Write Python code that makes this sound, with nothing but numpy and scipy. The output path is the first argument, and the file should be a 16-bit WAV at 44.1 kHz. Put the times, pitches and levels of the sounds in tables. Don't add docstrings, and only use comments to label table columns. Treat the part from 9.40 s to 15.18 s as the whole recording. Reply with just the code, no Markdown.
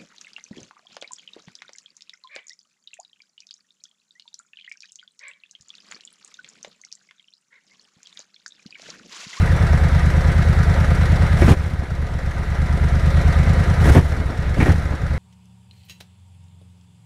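import sys
import numpy as np
from scipy import signal
from scipy.io import wavfile
from scipy.ndimage import uniform_filter1d

SR = 44100
rng = np.random.default_rng(int(sys.argv[2]) if len(sys.argv) > 2 else 0)


def inscribe(sig):
    pcm = np.round(np.clip(np.atleast_2d(sig).T, -1, 1) * 32767)
    wavfile.write(sys.argv[1], SR, pcm.astype(np.int16))


def boost_factor(decibels):
    exponent = np.asarray(decibels, float) / 20
    return 10 ** exponent


N = 254891

# start_s, cycles_turned at a rear firing, racing (1 = races up to the next row)
CRANK_TURNS = [(-0.0732, -1, 0), (0.2379, 2, 0), (0.8886, 8, 0), (1.9419, 18, 0), (2.047, 19, 1),
               (2.6335, 26, 0), (3.1185, 30, 0), (3.566, 34, 0), (4.0013, 38, 0), (4.4174, 42, 0),
               (4.501, 43, 1), (5.11, 50, 0), (5.229, 51, 1), (5.749, 57, 0), (5.97, 59, 0)]
RACE_CYCLE_MS = [
    71,
    62,
    63,
    72,
    95,
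    119,
    115,
]
RACE_LATENESS_MS = [8, 20, 26, 28, 21, 0, 0]
RACE_FRONT_LEVEL_DB = [-13.5, 2.5, -0.5, -2.5, 2.5, -5, 0.5]
RACE_REAR_LEVEL_DB = [-8, 3.5, 3, 2, -3.5, 3.7, -1]
# delay_ms, level_db, half_width_ms
PIPE_ECHOES = [
    [(-0.0, 13.5, 2.2), (5.1, 6.4, 1.4), (15.5, 15.5, 3.0), (25.7, 13.5, 3.0), (31.6, -0.3, 1.0),
     (44.7, -0.7, 1.9), (58.4, 5.4, 4.1), (69.6, 2.0, 4.5)],
    [(0.7, 15.6, 1.8), (6.2, 6.0, 1.8), (15.5, 12.9, 3.1), (26.3, 8.7, 2.0), (32.5, 0.2, 1.3),
     (44.8, 12.3, 5.0), (58.4, 10.3, 5.0), (72.5, 3.6, 2.3)],
    [(0, 12.5, 1.55), (13, 6.5, 2.0)],
]
# delay_ms, level_db, half_width_ms
CHUFF_ECHOES = [
    (0.3, 12.5, 1.96),
    (13.5, 5.5, 2.1),
    (41.8, 2, 4.1),
    (55.3, 2, 2.9),
]
# start_s, level_db
PIPE_POPS = [(2.065, -16), (2.087, -16), (2.101, -33), (2.115, -6), (2.126, -23), (2.21, -17),
             (4.445, -14.5), (4.486, -21), (4.501, -41), (4.518, -15), (4.555, -37), (4.569, -9.5),
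             (4.58, -20), (4.591, -3.5), (5.193, -9.5), (5.229, -16), (5.293, -7), (5.305, -11.5),
             (5.317, -10), (5.347, -10)]
# pitch_hz, level_db (per Hz)
CASE_COLOUR = [(130, -29), (220, -4.5), (314, -9), (540, -5.5), (880, -9.5), (1130, -14), (1300, -7.5),
               (2100, -10.5), (2350, -17), (3200, -22.5), (3800, -20.5), (4700, -26.5), (10900, -36),
               (15500, -52)]
# pitch_hz, width_hz, level_db
COVER_TONES = [(360, 30, -6), (441, 22, -3), (530, 40, 0), (705, 30, -2), (980, 45, -5), (1235, 22, -3),
               (1380, 20, -4), (1535, 35, -3), (1675, 30, -4), (1912, 35, -3), (2010, 45, -4),
               (2133, 40, -8), (2900, 100, -18), (3550, 160, -16), (3930, 160, -16), (5620, 250, -18)]
# pitch_hz, level_db (per Hz)
TICK_COLOUR = [(2500, -38), (3800, -4), (5000, -0.5), (5600, 3), (6400, -6.5), (10000, -10), (12500, -19),
               (15500, -30)]
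# open_s, shut_s, hiss_db, duck_db (gain control afterwards), sizzle_db (extra at the top)
THROTTLE_SNAPS = [
    (1.96, 2.135, -42, -10.5, -5),
    (4.405, 4.593, -42.5, -7.5, 2),
    (5.154, 5.335, -45, -8, -8),
]
HISS_SWELLS_DB = [-3, -2.5, -9]
# pitch_hz, level_db (per Hz)
HISS_COLOUR = [(1400, -30), (2400, -3), (3000, -4), (4400, -11), (5700, -9), (7500, -13), (9600, -12),
               (12000, -17), (15500, -26)]
# start_s, length_ms, roar_db, whistle_db, whistle_hz
AIR_GULPS = [(2.019, 13, -13, -21.5, 1890), (2.049, 12, -22, -45, 1900), (2.078, 65, -12.5, -30, 1810),
             (4.454, 26, -17, -30, 1790), (4.486, 19, -13.5, -29, 1690), (4.547, 58, -11.5, -28, 1940),
             (5.17, 17, -17.5, -40.5, 1580), (5.201, 30, -11.5, -18, 2060), (5.256, 49, -14, -24, 1770),
             (2.419, 18, -20, -52, 1600), (4.769, 68, -24.5, -45, 1600), (4.89, 35, -21, -56, 1600),
             (5.52, 22, -17.5, -45, 1600)]

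IDLE_CYCLE_S = 0.11


def read(points, hz):
    f, value = np.transpose(points)
    return np.interp(np.log(hz + 1), np.log(f + 1), value)


def evened(x):
    return x / np.sqrt(np.mean(x ** 2) + 1e-20)


def noise(points, patchy_db):
    hz = np.fft.rfftfreq(512, 1 / SR)
    real, imaginary, patches = rng.standard_normal((N // 128 + 5, 257, 3)).T
    patches = uniform_filter1d(patches, size=5, axis=0)
    patches = evened(uniform_filter1d(patches, size=10, axis=1))
    spectra = (real + 1j * imaginary) * boost_factor(read(points, hz)[:, None] + patchy_db * patches)
    return evened(signal.istft(spectra, nperseg=512, noverlap=384)[1][:N])


def band(x, lo_hz, hi_hz, order):
    return signal.sosfilt(signal.butter(order, [lo_hz, hi_hz], "bandpass", fs=SR, output="sos"), x)


def train(s, size):
    inside = s >= 0
    return np.bincount((s[inside] * SR).astype(int), size[inside], N + SR // 8)


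def burst(clicks, rise_ms, fall_ms):
    ms = np.arange(SR // 10) * 1000 / SR
    swell = (1 - np.exp(-ms / rise_ms)) * np.exp(-ms / fall_ms)
    return signal.oaconvolve(clicks, swell)[:N]


def crank():
    rear, rows = [np.array(CRANK_TURNS[0][:1])], [np.zeros((3, 1))]
    curves = (RACE_CYCLE_MS, RACE_LATENESS_MS, RACE_FRONT_LEVEL_DB, RACE_REAR_LEVEL_DB)
    for (start, turned, racing), (end, later, _) in zip(CRANK_TURNS, CRANK_TURNS[1:]):
        stage = np.linspace(0, len(RACE_CYCLE_MS) - 1, later - turned)
        ms, *race = (np.interp(stage, np.arange(len(RACE_CYCLE_MS)), curve) for curve in curves)
        lengths = ms if racing else np.ones(later - turned)
        rear.append(start + (end - start) * np.cumsum(lengths) / lengths.sum())
        rows.append(racing * np.array(race))
    return np.concatenate(rear), *np.hstack(rows)


def at_angle(rear, share):
    cycle = np.arange(len(rear))
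    return np.interp(cycle[1:-1] + share, cycle, rear)


def speed(rear):
    return np.interp(np.arange(N) / SR, .5 * (rear[1:] + rear[:-1]), IDLE_CYCLE_S / np.diff(rear))


def firings(rear, late_ms, front_db, rear_db):
    front_lead, firing_db = .349, -13
    sag_slope = 3.5
    waver_db = .6 * rng.standard_normal((len(rear) - 2, 2)).T
    pop_s, pop_db = np.transpose(PIPE_POPS)
    blown = rear + late_ms / 1000
    chuffs = late_ms[1:-1] > 12
    s = np.concatenate([at_angle(blown, -front_lead), blown[1:-1], pop_s])
    slowness = np.minimum(IDLE_CYCLE_S / np.diff(rear)[:-1], 1)
    base_db = firing_db + sag_slope * 20 * np.log10(slowness)
    front_level = base_db + front_db[1:-1] + waver_db[0]
    rear_level = base_db + rear_db[1:-1] + waver_db[1]
    db = np.concatenate([front_level, rear_level, pop_db])
    kind = np.concatenate([np.where(chuffs, 3, 0), np.where(chuffs, 3, 1), np.full(len(PIPE_POPS), 2)])
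    return s, db, kind


def exhaust(s, db, kind, pace):
    rumble_db, overrun_db, overrun_span = -30, 8, .2
    ms = np.arange(SR // 8) * 1000 / SR - 10
    out = np.zeros(N)
    for k, pipe in enumerate(PIPE_ECHOES + [CHUFF_ECHOES]):
        pulse = -sum(boost_factor(level) * np.exp(-.5 * ((ms - delay) / width) ** 2) for delay, level, width in pipe)
        pulse = signal.lfilter(*signal.butter(1, 61.4, "high", fs=SR), pulse)
        clicks = train(s + .1, boost_factor(db) * (kind == k))
        out += signal.oaconvolve(clicks, pulse)[round(.11 * SR):][:N]
    gas = evened(band(rng.standard_normal(N), 32.0, 170.0, order=2))
    out += boost_factor(-10.0) * band(out, 151.0, 168.0, order=1)
    unburnt = np.maximum(throttle().max(axis=0), np.clip((pace - 1.04) / overrun_span, 0, 1))
    return out + gas * boost_factor(rumble_db + overrun_db * unburnt)


def cover_rings():
    strength = boost_factor(3.4 * np.minimum(rng.exponential(1, N), 4))
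    knocks = rng.standard_normal(N) * strength * (rng.random(N) < 1200 / SR)
    rings = 0
    for hz, width, db in COVER_TONES:
        r = np.exp(-np.pi * width / SR)
        soft = band(knocks, .85 * hz, 1.12 * hz, order=1)
        ring = signal.lfilter([1, 0, -1], [1, -2 * r * np.cos(2 * np.pi * hz / SR), r * r], soft)
        rings += boost_factor(db) * evened(ring)
    return evened(rings)


def clatter(rear, pace):
    clatter_db, speed_slope = -31, 0.51
    seated = np.concatenate([at_angle(rear, -.16), at_angle(rear, .255)])
    size, late = rng.standard_normal((len(seated), 2)).T
    harder_db = 1.4 * np.repeat([-.5, .5], len(rear) - 2)
    valves = burst(train(seated + .001 * late, boost_factor(.8 * size + harder_db)), 7.0, 6.0)
    pushrod = burst(train(at_angle(rear, 0.49), boost_factor(0.99 * late[:len(rear) - 2])), 1.0, 3.0)
    body = noise(CASE_COLOUR, 1.55) * (1 + 1.28 * valves)
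    body += boost_factor(-2.0) * cover_rings() * (1 + 1.8 * valves)
    ticks = boost_factor(1.0) * noise(TICK_COLOUR, 0.6) * valves
    knock = boost_factor(8.5) * evened(band(rng.standard_normal(N), 360.0, 750.0, order=2)) * pushrod
    return boost_factor(clatter_db) * pace ** speed_slope * (body + ticks + knock)


def throttle():
    open_time_s, shut_time_s = 0.044, 0.027
    opens, shuts = np.transpose(THROTTLE_SNAPS)[:2, :, None]
    t = np.arange(N) / SR
    return np.clip(np.minimum((t - opens) / open_time_s, 1 + (shuts - t) / shut_time_s), 0, 1)


def gulps():
    strokes, out = np.zeros((2, N))
    ms = np.arange(SR // 5) * 1000 / SR
    for s, length_ms, roar_db, whistle_db, hz in AIR_GULPS:
        air = rng.standard_normal((SR // 5, 2)).T
        fade = np.exp(-.5 * ms / length_ms - np.maximum(ms - length_ms, 0) / 15.0)
        flow = np.minimum(ms / 2.2, 1) * fade
        box = band(air[0], 100.0, 820.0, order=2) + boost_factor(9.0) * band(air[0], 93.0, 356.0, order=2)
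        roar = boost_factor(roar_db) * evened(box)
        whistle = boost_factor(whistle_db) * evened(band(air[1], .84 * hz, 1.16 * hz, order=2))
        out[round(s * SR):][:len(ms)] += flow * (roar + whistle)
        strokes[round(s * SR):][:len(ms)] += flow * (length_ms > 17)
    return out, strokes


def intake(pace):
    leak_db, sizzle_hz, flutter_db = -40, 11600, 2.5
    t = np.arange(N) / SR
    out, strokes = gulps()
    flutter = evened(band(rng.standard_normal(N), 11.0, 38.0, order=1))
    hiss = noise(HISS_COLOUR, 1.9) * boost_factor(flutter_db * flutter)
    sizzle = signal.sosfiltfilt(signal.butter(2, sizzle_hz, "high", fs=SR, output="sos"), hiss)
    out += boost_factor(leak_db) * np.maximum(pace - 1.05, 0) * hiss
    for opening, snap, swell_db in zip(throttle(), THROTTLE_SNAPS, HISS_SWELLS_DB):
        opens, shuts, hiss_db, _, sizzle_db = snap
        swelling_db = swell_db * np.interp(t, [opens, shuts], [-1, 1])
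        level = opening * boost_factor(hiss_db + swelling_db) * (1 + 0.68 * strokes)
        out += level * (hiss + (boost_factor(sizzle_db) - 1) * sizzle)
    return out


def gain_control():
    duck_s, recover_db_per_s = 0.028, 6
    shuts, duck_db = np.transpose(THROTTLE_SNAPS)[[1, 3], :, None]
    since = np.arange(N) / SR - shuts
    recovering_db = np.minimum(duck_db + recover_db_per_s * since, 0)
    ducked_db = np.where(since > 0, recovering_db, 0).min(axis=0)
    return boost_factor(uniform_filter1d(ducked_db, round(duck_s * SR)))


def scene():
    rear, *cycles = crank()
    pace = speed(rear)
    pipes = exhaust(*firings(rear, *cycles), pace)
    return (pipes + clatter(rear, pace) + intake(pace))[None]


def top_cut(x):
    return signal.sosfilt(signal.butter(12, 15640, fs=SR, output="sos"), x)


def record(dry):
    ducked = dry * gain_control()
    soft = ducked / (1 + abs(ducked) ** 8) ** (1 / 8)
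    return top_cut(soft)


dry = scene()
out = record(dry)
inscribe(out)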